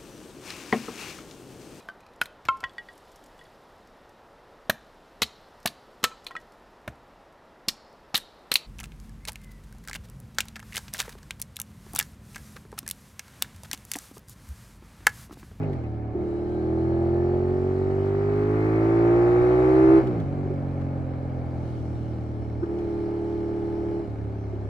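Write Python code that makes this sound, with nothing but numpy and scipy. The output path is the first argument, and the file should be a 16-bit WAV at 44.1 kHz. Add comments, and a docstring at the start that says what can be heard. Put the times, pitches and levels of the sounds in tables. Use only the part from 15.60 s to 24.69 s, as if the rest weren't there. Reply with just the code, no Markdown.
"""A motorcycle with two unevenly firing cylinders, close by at the rider's helmet, shifts, pulls hard,
shifts up, coasts down and cruises in rushing wind.
Open throttle makes the airbox honk: two resonances ring with every gulp of air. The exhaust drones in low
orders and puffs, the casings rasp with bangs and noise, and sines at multiples of engine speed whine as gears.
Short metal knocks mark shifts and chain; low stereo noise buffets the two microphone ports."""
import sys
import numpy as np
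from scipy import signal
from scipy.fft import rfft, irfft, next_fast_len
from scipy.io import wavfile
from scipy.ndimage import uniform_filter1d, map_coordinates

SR = 44100
rng = np.random.default_rng(int(sys.argv[2]) if len(sys.argv) > 2 else 0)


def to_wav(sig):
    """Store sig (one row per channel, or 1-D mono) as 16-bit WAV at the path in sys.argv[1].

    Samples outside -1..1 are clipped; the rate is SR.
    """
    pcm = np.clip(np.atleast_2d(sig), -1, 1) * 32767
    pcm = np.round(pcm).astype(np.int16)
    wavfile.write(sys.argv[1], SR, pcm.T)  # frames by channels


N = 400869
TIME = np.arange(N) / SR  # s
FIRING_GAP = 3 / 8  # share of a four-stroke cycle from one cylinder's firing to the other's


def amp(db):
    """Decibels as an amplitude factor."""
    return 10 ** (np.asarray(db) / 20)


def unit(x):
    """x at rms 1 overall."""
    return x / np.sqrt(np.mean(x ** 2) + 1e-20)


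def steady(x):
    """x at rms 1 throughout, by its power smoothed twice over a twelfth of a second."""
    power = uniform_filter1d(uniform_filter1d(x * x, SR // 12), SR // 12)
    return x / np.sqrt(np.abs(power) + 1e-12)


def along(points, hz):
    """(Hz, value) points read on a log frequency axis."""
    f, v = np.transpose(points)
    return np.interp(np.log(hz + 1), np.log(f + 1), v)


def curves(rows):
    """One value per sample for each column after the time."""
    s, *columns = np.transpose(rows)
    return [np.interp(TIME, s, column) for column in columns]


def wobble(rate):
    """A smooth random curve, rate knots a second."""
    knots = rng.standard_normal(int(N * rate / SR) + 4)
    return map_coordinates(knots, [np.arange(N) * rate / SR])


def filtered(x, response):
    """x times a complex response of frequency."""
    m = next_fast_len(N + SR // 2)
    return irfft(rfft(x, m) * response(np.fft.rfftfreq(m, 1 / SR)), m)[..., :N]


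def causal(points):
    """The minimum-phase response with the gain of (Hz, dB) points."""
    def response(hz):
        cepstrum = irfft(np.log(amp(along(points, hz))))
        half = len(cepstrum) // 2
        folded = np.r_[cepstrum[0], 2 * cepstrum[1:half], np.zeros(len(cepstrum) - half)]
        return np.exp(rfft(folded))
    return response


def pulses(turns, gap, second_db, scatter_db, jitter):
    """Two pulses a cycle, gap of a cycle apart, with scatter in size and in time (share of a cycle)."""
    out, cycle = np.zeros(N + 1), np.arange(int(turns[-1]))
    for late, db in [(0 * turns, 0), (gap, second_db)]:
        draw = rng.standard_normal((1000, 2))[:len(cycle)]
        at = np.interp(cycle + jitter * draw[:, 0], turns - late, np.arange(N))
        out += np.bincount(at.astype(int), amp(db + scatter_db * draw[:, 1]), N + 1)
    return out[:N]


def rush(spectrum, alike, patchy_db):
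    """Stereo noise of rms 1, with patches of random gain and a left-right likeness set by frequency."""
    z = signal.stft(rng.standard_normal((2, N)), nperseg=512)[2]
    patches = uniform_filter1d(uniform_filter1d(rng.standard_normal(z.shape[1:]), 6, 0), 10, 1)
    pair = signal.istft(z * amp(patchy_db * unit(patches)), nperseg=512)[1][:, :N]

    def mid_side_gain(hz):
        angle = np.arccos(np.clip(along(alike, hz), -1, 1)) / 2
        return amp(along(spectrum, hz)) * [np.cos(angle), np.sin(angle)]

    mid, side = filtered(pair, mid_side_gain)
    return unit(np.array([mid + side, mid - side]))


# Level of the wind buffeting: time_s, level_db
BUFFET_LEVEL = [(0, -40), (1.67, -41), (2.33, -41.5), (3.29, -41.5), (3.62, -36), (4.03, -38), (4.38, -32),
                (5.11, -38), (5.8, -38.5), (6.23, -36.5), (7.6, -43), (8.33, -39.5), (9.09, -40)]
# Tone of the wind: pitch_hz, relative level_db
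WIND_TONE = [(15, -29.5), (30, -17), (50, -6), (90, -9), (160, -15), (300, -17), (450, -20), (600, -71),
             (1500, -120)]


def wind():
    """Low noise right at the microphone buffets in lumps, partly different at each port."""
    lumps = amp(0.64 * np.array([wobble(4.6), wobble(16.0)]))
    likeness = [(25, -0.3), (50, -0.73), (90, 0.055), (250, .9)]  # (Hz, left-right likeness)
    level_db, = curves(BUFFET_LEVEL)
    return amp(level_db) * unit(lumps * rush(WIND_TONE, likeness, patchy_db=0.5))


# Whines of gears, chain and valve train: multiple of the cycle rate, waver_hz, start_s, end_s, level_db
WHINES = [(12, 2, 4.62, 5.9, -50), (20, 2, .26, .53, -52), (23, 2, 7.28, 8.37, -54), (40, 8, .8, 1.75, -60),
          (40, 8, 1.75, 4.4, -68), (40, 3, 2.97, 3.3, -51), (62, 40, 3.35, 4.4, -69),
          (102, 90, .7, 1.8, -73), (147, 80, 6.0, 8.42, -77), (168, 100, 8.75, 9.2, -80)]
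FADE_DB_PER_S = 154.5  # of a whine before and after its stretch


def gears(cycles):
    """Teeth mesh at fixed multiples of engine speed, a little unsteadily in pitch and level."""
    out = np.zeros(N)
    for teeth, waver_hz, start, end, db in WHINES:
        outside_s = np.maximum(0, np.maximum(start - TIME, TIME - end))
        level = amp(db - FADE_DB_PER_S * outside_s + 2.1 * wobble(25))
        pitch_hz = teeth * cycles + waver_hz * wobble(300)
        out += np.sqrt(2) * level * np.sin(2 * np.pi * np.cumsum(pitch_hz) / SR)
    return out


# Shift and chain knocks: start_s, tick level_db before its tone filter, knock_db added to that, knock pitch_hz
KNOCKS = [(0.029, -58, 14.5, 2400), (0.129, -54.5, 7, 1980), (.235, -63.5, 18, 2255),
          (4.47, -50.5, 8.5, 1480), (4.599, -54, 6, 1474), (5.212, -58.5, 11, 1486),
          (7.03, -65.5, 28.5, 1251), (7.185, -56.5, 8, 2005)]


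def clacks():
    """Short metal ticks over a duller knock of narrow noise, each with a quick rise and a steady dB decay."""
    ticks, knocks, t = np.zeros(N + SR), np.zeros(N + SR), np.arange(SR // 10) / SR
    for s, db, knock_db, hz in KNOCKS:
        tick_level = amp(db - 60 * t / 0.048) * (1 - np.exp(-t / 0.0016))
        ticks[round(s * SR):][:len(t)] += tick_level * rng.standard_normal(len(t))
        slow_noise = uniform_filter1d(uniform_filter1d(rng.standard_normal(len(t)), size=50), size=50)
        knock_level = amp(db + knock_db - 60 * t / .11) * (1 - np.exp(-t / .002))
        knocks[round(s * SR):][:len(t)] += knock_level * unit(slow_noise) * np.sin(2 * np.pi * hz * t)
    tick_tone = causal([(1000, -22), (3000, 15.5), (6000, 2.5), (12000, -7.0)])  # (Hz, dB)
    return filtered(ticks[:N], tick_tone) + knocks[:N]


def casings(x, spread_s):
    """The path through frame and tank draws each bang out: every kilohertz higher arrives spread_s later."""
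    return filtered(x, lambda hz: np.exp(-1j * np.pi * spread_s * hz ** 2 / 1000))


# Tones of the rasp, of the clatter above it and of the treble hiss: pitch_hz, relative level_db
RASP_TONE = [(270, -31.5), (460, -6), (497, -3.5), (539, -3.5), (583, -3.5), (641, -4), (823, -6.5),
             (937, -16.5), (1000, -29.5), (1300, -34.5), (2200, -120)]
CLATTER_TONE = [(590, -21), (1000, 0.5), (1130, -2), (1260, -1.5), (1630, -5.5), (1780, -6), (1960, -13.5),
                (2150, -6), (2660, -18.5), (3050, -42), (3960, -53.5), (6710, -120)]
HISS_TONE = [(2300, -30.5), (2900, -0.5), (3500, -7.5), (4200, -4.5), (4800, -8.5), (5600, -10.5),
             (6300, -14), (8000, -15.5), (10000, -19.5), (12500, -25), (15500, -31)]
# Treble hiss: time_s, level_db before the throb
HISS_LEVEL = [(0, -67.5), (.15, -66.5), (.25, -70), (.5, -74), (.66, -67), (2.5, -63), (4.38, -56.5),
              (4.44, -63), (4.7, -67), (5.4, -68.5), (5.9, -67.5), (6.1, -63.5), (7.0, -68.5), (7.2, -65),
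              (8.4, -65), (8.6, -68), (9.09, -69)]
# Likeness of rasp and clatter noise at the two ports: pitch_hz, left-right likeness
NOISE_LIKENESS = [(60, 0.73), (100, 0.9), (180, 0.86), (300, 0.87), (520, 1), (890, 0.12), (1520, 0.037),
                  (2600, 1)]


def rasp(turns, rasp_db, clatter_db, regular):
    """Firing bangs heard through the casings: a regular share, the rest noise that throbs with the cycle."""
    shots = pulses(turns + .05, FIRING_GAP + 0 * turns, second_db=-3, scatter_db=.8, jitter=.0006)
    bangs = casings(shots, spread_s=.007)
    angle = 2 * np.pi * turns
    throb = unit(1 + 0.13 * np.cos(angle * 2) + 0.11 * np.cos(angle * 3) + 0.11 * np.cos(angle))
    clean, noisy = 0, 0
    for tone, db in [(RASP_TONE, rasp_db), (CLATTER_TONE, clatter_db)]:
        clean = clean + amp(db) * np.sqrt(regular) * steady(filtered(bangs, causal(tone)))
        noise = throb * rush(tone, NOISE_LIKENESS, patchy_db=0.5)
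        noisy = noisy + amp(db + 4.6) * np.sqrt(1 - regular) * noise
    hiss_db, = curves(HISS_LEVEL)
    hiss_likeness = [(3000, .5), (5000, .3), (8000, 0), (15000, -.2)]  # (Hz, left-right likeness)
    hiss = amp(hiss_db) * throb ** .6 * rush(HISS_TONE, hiss_likeness, patchy_db=1.4)
    return clean, noisy + hiss


# Silencer tone of the puffs heard under load: pitch_hz, relative level_db
PUFF_TONE = [(20, -81), (135, -39.5), (165, -9), (190, 6), (215, 11), (245, -2), (290, 5.5), (350, -15),
             (500, -48.5), (1500, -120)]
# Silencer tone of the burble: pitch_hz, relative level_db
BURBLE_TONE = [(20, -71.5), (110, -28), (160, 3.5), (210, -5.5), (265, 3), (310, 0.5), (370, -13),
               (420, -12.5), (560, -21.5), (800, -22), (2000, -120)]


def exhaust(turns, orders_db, puff_db, burble_db):
    """The silencer passes three low orders, a softer train of puffs and a burble of uneven pulses."""
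    crank = 2 * np.pi * (turns - .36)
    drone = np.zeros(N)
    for order, db in enumerate(orders_db, 1):
        # the sign that two equal firings, FIRING_GAP apart about crank zero, give this order
        sign = np.sign(np.cos(np.pi * order * FIRING_GAP))
        drone += amp(db + 0.42 * wobble(17)) * sign * np.cos(order * crank)
    gap = FIRING_GAP + 0 * turns
    puffs = pulses(turns - .1, gap, second_db=-1.0, scatter_db=0.0, jitter=0.00032)
    burble = pulses(turns - .01, gap, second_db=-9, scatter_db=.5, jitter=.0012)
    puffing = amp(puff_db) * steady(filtered(puffs, causal(PUFF_TONE)))
    burbling = amp(burble_db) * steady(filtered(burble, causal(BURBLE_TONE)))
    return np.sqrt(2) * drone + puffing + burbling


# Airbox resonances: pitch_hz, width_hz, level_db
AIRBOX = [(339.7, 29.1, 6.5), (405.7, 40.2, 0.5)]
# Gap from the first cylinder's gulp to the second's: engine cycles_per_s, share of a cycle
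GULP_GAP = [(38, 0.357), (41, 0.3665), (47, 0.3642), (53, 0.3753), (57, 0.3815), (60, 0.353), (66, 0.388)]
# Brief swells of the airbox honk: peak time_s, peak level_db, length_s to either side
SWELLS = [(0.027, -37.5, 0.027), (0.112, -33, .08), (0.24, -35.5, 0.013), (4.487, -26.5, 0.05),
          (4.571, -33.5, 0.035), (4.801, -40.5, 0.13), (4.859, -30.5, 0.019), (4.915, -26.5, 0.03),
          (7.035, -23, 0.018)]
# The throttle snaps open: start_s, strength_db of the air slap
SNAPS = [(.55, 26), (7.029, 22.5), (8.933, 18.5)]


def duct(hz):
    """Two airbox resonances of opposite sign, dulled below about 250 Hz and above about 600 Hz."""
    box = 0
    for k, (centre, width, db) in enumerate(AIRBOX):
        damping = 1j * hz * width
        box = box + (-1) ** k * amp(db) * damping / (centre * centre - hz * hz + damping)
    return box / (1 + (250 / (hz + 1)) ** 4) / (1 + (hz / 600) ** 4)


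def intake(cycles, turns, honk_db):
    """Each gulp of air rings the two airbox resonances; a throttle snapped open rings them once, hard."""
    gap = np.interp(cycles, *np.transpose(GULP_GAP))
    gulps = pulses(turns, gap, second_db=-1.4, scatter_db=.5, jitter=.0013)
    snaps = np.zeros(N)
    for s, db in SNAPS:
        snaps[round(s * SR)] = amp(db)
    swell = np.zeros(N)
    for s, db, length in SWELLS:
        swell += amp(db) * np.clip(1 - np.abs(TIME - s) / length, 0, 1) ** 2
    return (amp(honk_db) + swell) * steady(filtered(gulps, duct)) + filtered(snaps, duct)


# The throttle is held open: opening start_s, opening length_s, closing start_s, closing length_s
PULLS = [(.535, .025, 4.385, 0.055), (7.031, .07, 8.4, 0.098)]
# Levels with the throttle open, then closed: engine cycles_per_s, 1st, 2nd and 3rd exhaust order level_db,
# honk level_db, puff level_db, burble level_db, rasp level_db, clatter level_db
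OPEN_LEVELS = [(37.37, -51, -42.5, -39, -28.5, -43.5, -44, -46, -55),
               (39.2, -49.5, -39, -42, -29.5, -38.5, -54.5, -44, -56),
               (40.77, -45.5, -33, -32, -25.5, -35.5, -49, -39, -51.5),
               (43.7, -45, -30.5, -32.5, -23.5, -36, -56.5, -37, -49.5),
               (47.06, -44.5, -30, -36.5, -26, -35, -53, -40.5, -49.5),
               (51.8, -41.5, -28.5, -34, -23.5, -34.5, -60, -40, -42.5),
               (53.26, -41.5, -27, -35.5, -24, -38, -49.5, -37.5, -41.5),
               (57.7, -39.5, -28, -36, -18, -41.5, -49, -31.5, -38),
               (62.6, -36.5, -29.5, -48.5, -18.5, -40.5, -58.5, -30.5, -37.5),
               (66.8, -37, -31.5, -40, -11, -50, -46, -29.5, -35)]
CLOSED_LEVELS = [(34.2, -58, -40, -33, -41.5, -62.5, -40.5, -50, -59),
                 (37.95, -52.5, -38, -33.5, -41.5, -57.5, -39, -50, -59),
                 (41.5, -50.5, -37, -33.5, -46, -56.5, -36.5, -47, -57),
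                 (48.5, -42.5, -33.5, -34.5, -43, -53.5, -32.5, -46, -54),
                 (48.6, -47.5, -33.5, -39, -41, -55.5, -34, -43.5, -55),
                 (54, -45.5, -30.5, -36, -36.5, -52, -28.5, -44, -50),
                 (66, -41.5, -32, -29, -32.5, -48.5, -27.5, -39.5, -48.5)]
# Regular share of the rasp's power: engine cycles_per_s, share with throttle open, share with it closed
REGULAR = [(37, .5, .35), (41, .85, .35), (66, .9, .4)]


def engine_map(cycles):
    """The throttle (0 to 1), the levels and the rasp's regular share, blended between open and closed."""
    throttle = np.zeros(N)
    for start, rise, end, fall in PULLS:
        throttle += np.clip((TIME - start) / rise, 0, 1) * np.clip(1 - (TIME - end) / fall, 0, 1)

    def read(rows):
        speeds, *columns = np.transpose(rows)
        return np.array([np.interp(cycles, speeds, column) for column in columns])

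    levels_db = throttle * read(OPEN_LEVELS) + (1 - throttle) * read(CLOSED_LEVELS)
    share_open, share_closed = read(REGULAR)
    return throttle, levels_db, throttle * share_open + (1 - throttle) * share_closed


# Level difference between the ports: pitch_hz, left-over-right level_db
SIDEWAYS = [(60, -3), (91, -1.2), (140, -.4), (210, -1.5), (320, -1.2), (490, -1.5), (740, -4.5),
            (1130, 10.5), (1710, 2.5), (2600, .5)]
# Phase by which left leads right: pitch_hz, lead_rad
LEAD = [(0, -0.5), (860, 0.5), (1120, 5), (1550, 4), (1810, 4.5), (2150, 9), (2760, 8)]


def to_ports(engine):
    """The helmet shades and delays the path to one port, by pitch: half the difference goes to each."""
    def ports(hz):
        half = amp(along(SIDEWAYS, hz) / 2) * np.exp(.5j * along(LEAD, hz))
        return np.array([half, half ** -1])
    return filtered(engine, ports)


# Engine speed through the ride: time_s, four-stroke cycles_per_s
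SPEED = [(0, 52.7), (.1, 48.7), (.2, 39.4), (.28, 37.5), (.52, 36.9), (.62, 40), (.69, 37.7), (.76, 38.4),
         (1.11, 40.6), (1.92, 45.8), (2.51, 49.0), (2.71, 50.5), (3.44, 57.1), (4.0, 62.2), (4.35, 65.8),
         (4.43, 64.9), (4.48, 62.5), (4.58, 56.1), (4.63, 48.3), (4.66, 45.9), (4.76, 47.4), (5.21, 45.4),
         (5.57, 43.4), (5.74, 43.1), (6.25, 39.5), (6.48, 39.1), (6.91, 37.4), (7.1, 37.6), (7.16, 38.6),
         (7.26, 37.5), (8.4, 37.4), (8.55, 35.5), (8.63, 35.7), (9.09, 33.7)]
LULL_DB = 6  # deepest sag of the exhaust drone, at half throttle as it opens or closes


def scene():
    """Engine speed and throttle drive the firing sounds; knocks, honk swells, snaps and hiss keep their own times."""
    cycles, = curves(SPEED)
    turns = np.cumsum(cycles) / SR
    throttle, levels_db, regular = engine_map(cycles)
    *orders_db, honk_db, puff_db, burble_db, rasp_db, clatter_db = levels_db
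    orders_db = orders_db - LULL_DB * (2 * throttle) * (2 - 2 * throttle)
    bangs, noise = rasp(turns, rasp_db, clatter_db, regular)
    engine = gears(cycles) + clacks() + bangs
    engine = engine + exhaust(turns, orders_db, puff_db, burble_db) + intake(cycles, turns, honk_db)
    return wind() + amp([[.4], [-.4]]) * noise + to_ports(engine)  # noise leans slightly left


def record(dry):
    """The camera keeps nothing above its band limit of 15.7 kHz."""
    return filtered(dry, lambda hz: hz < 15700)


dry = scene()
out = record(dry)
to_wav(out)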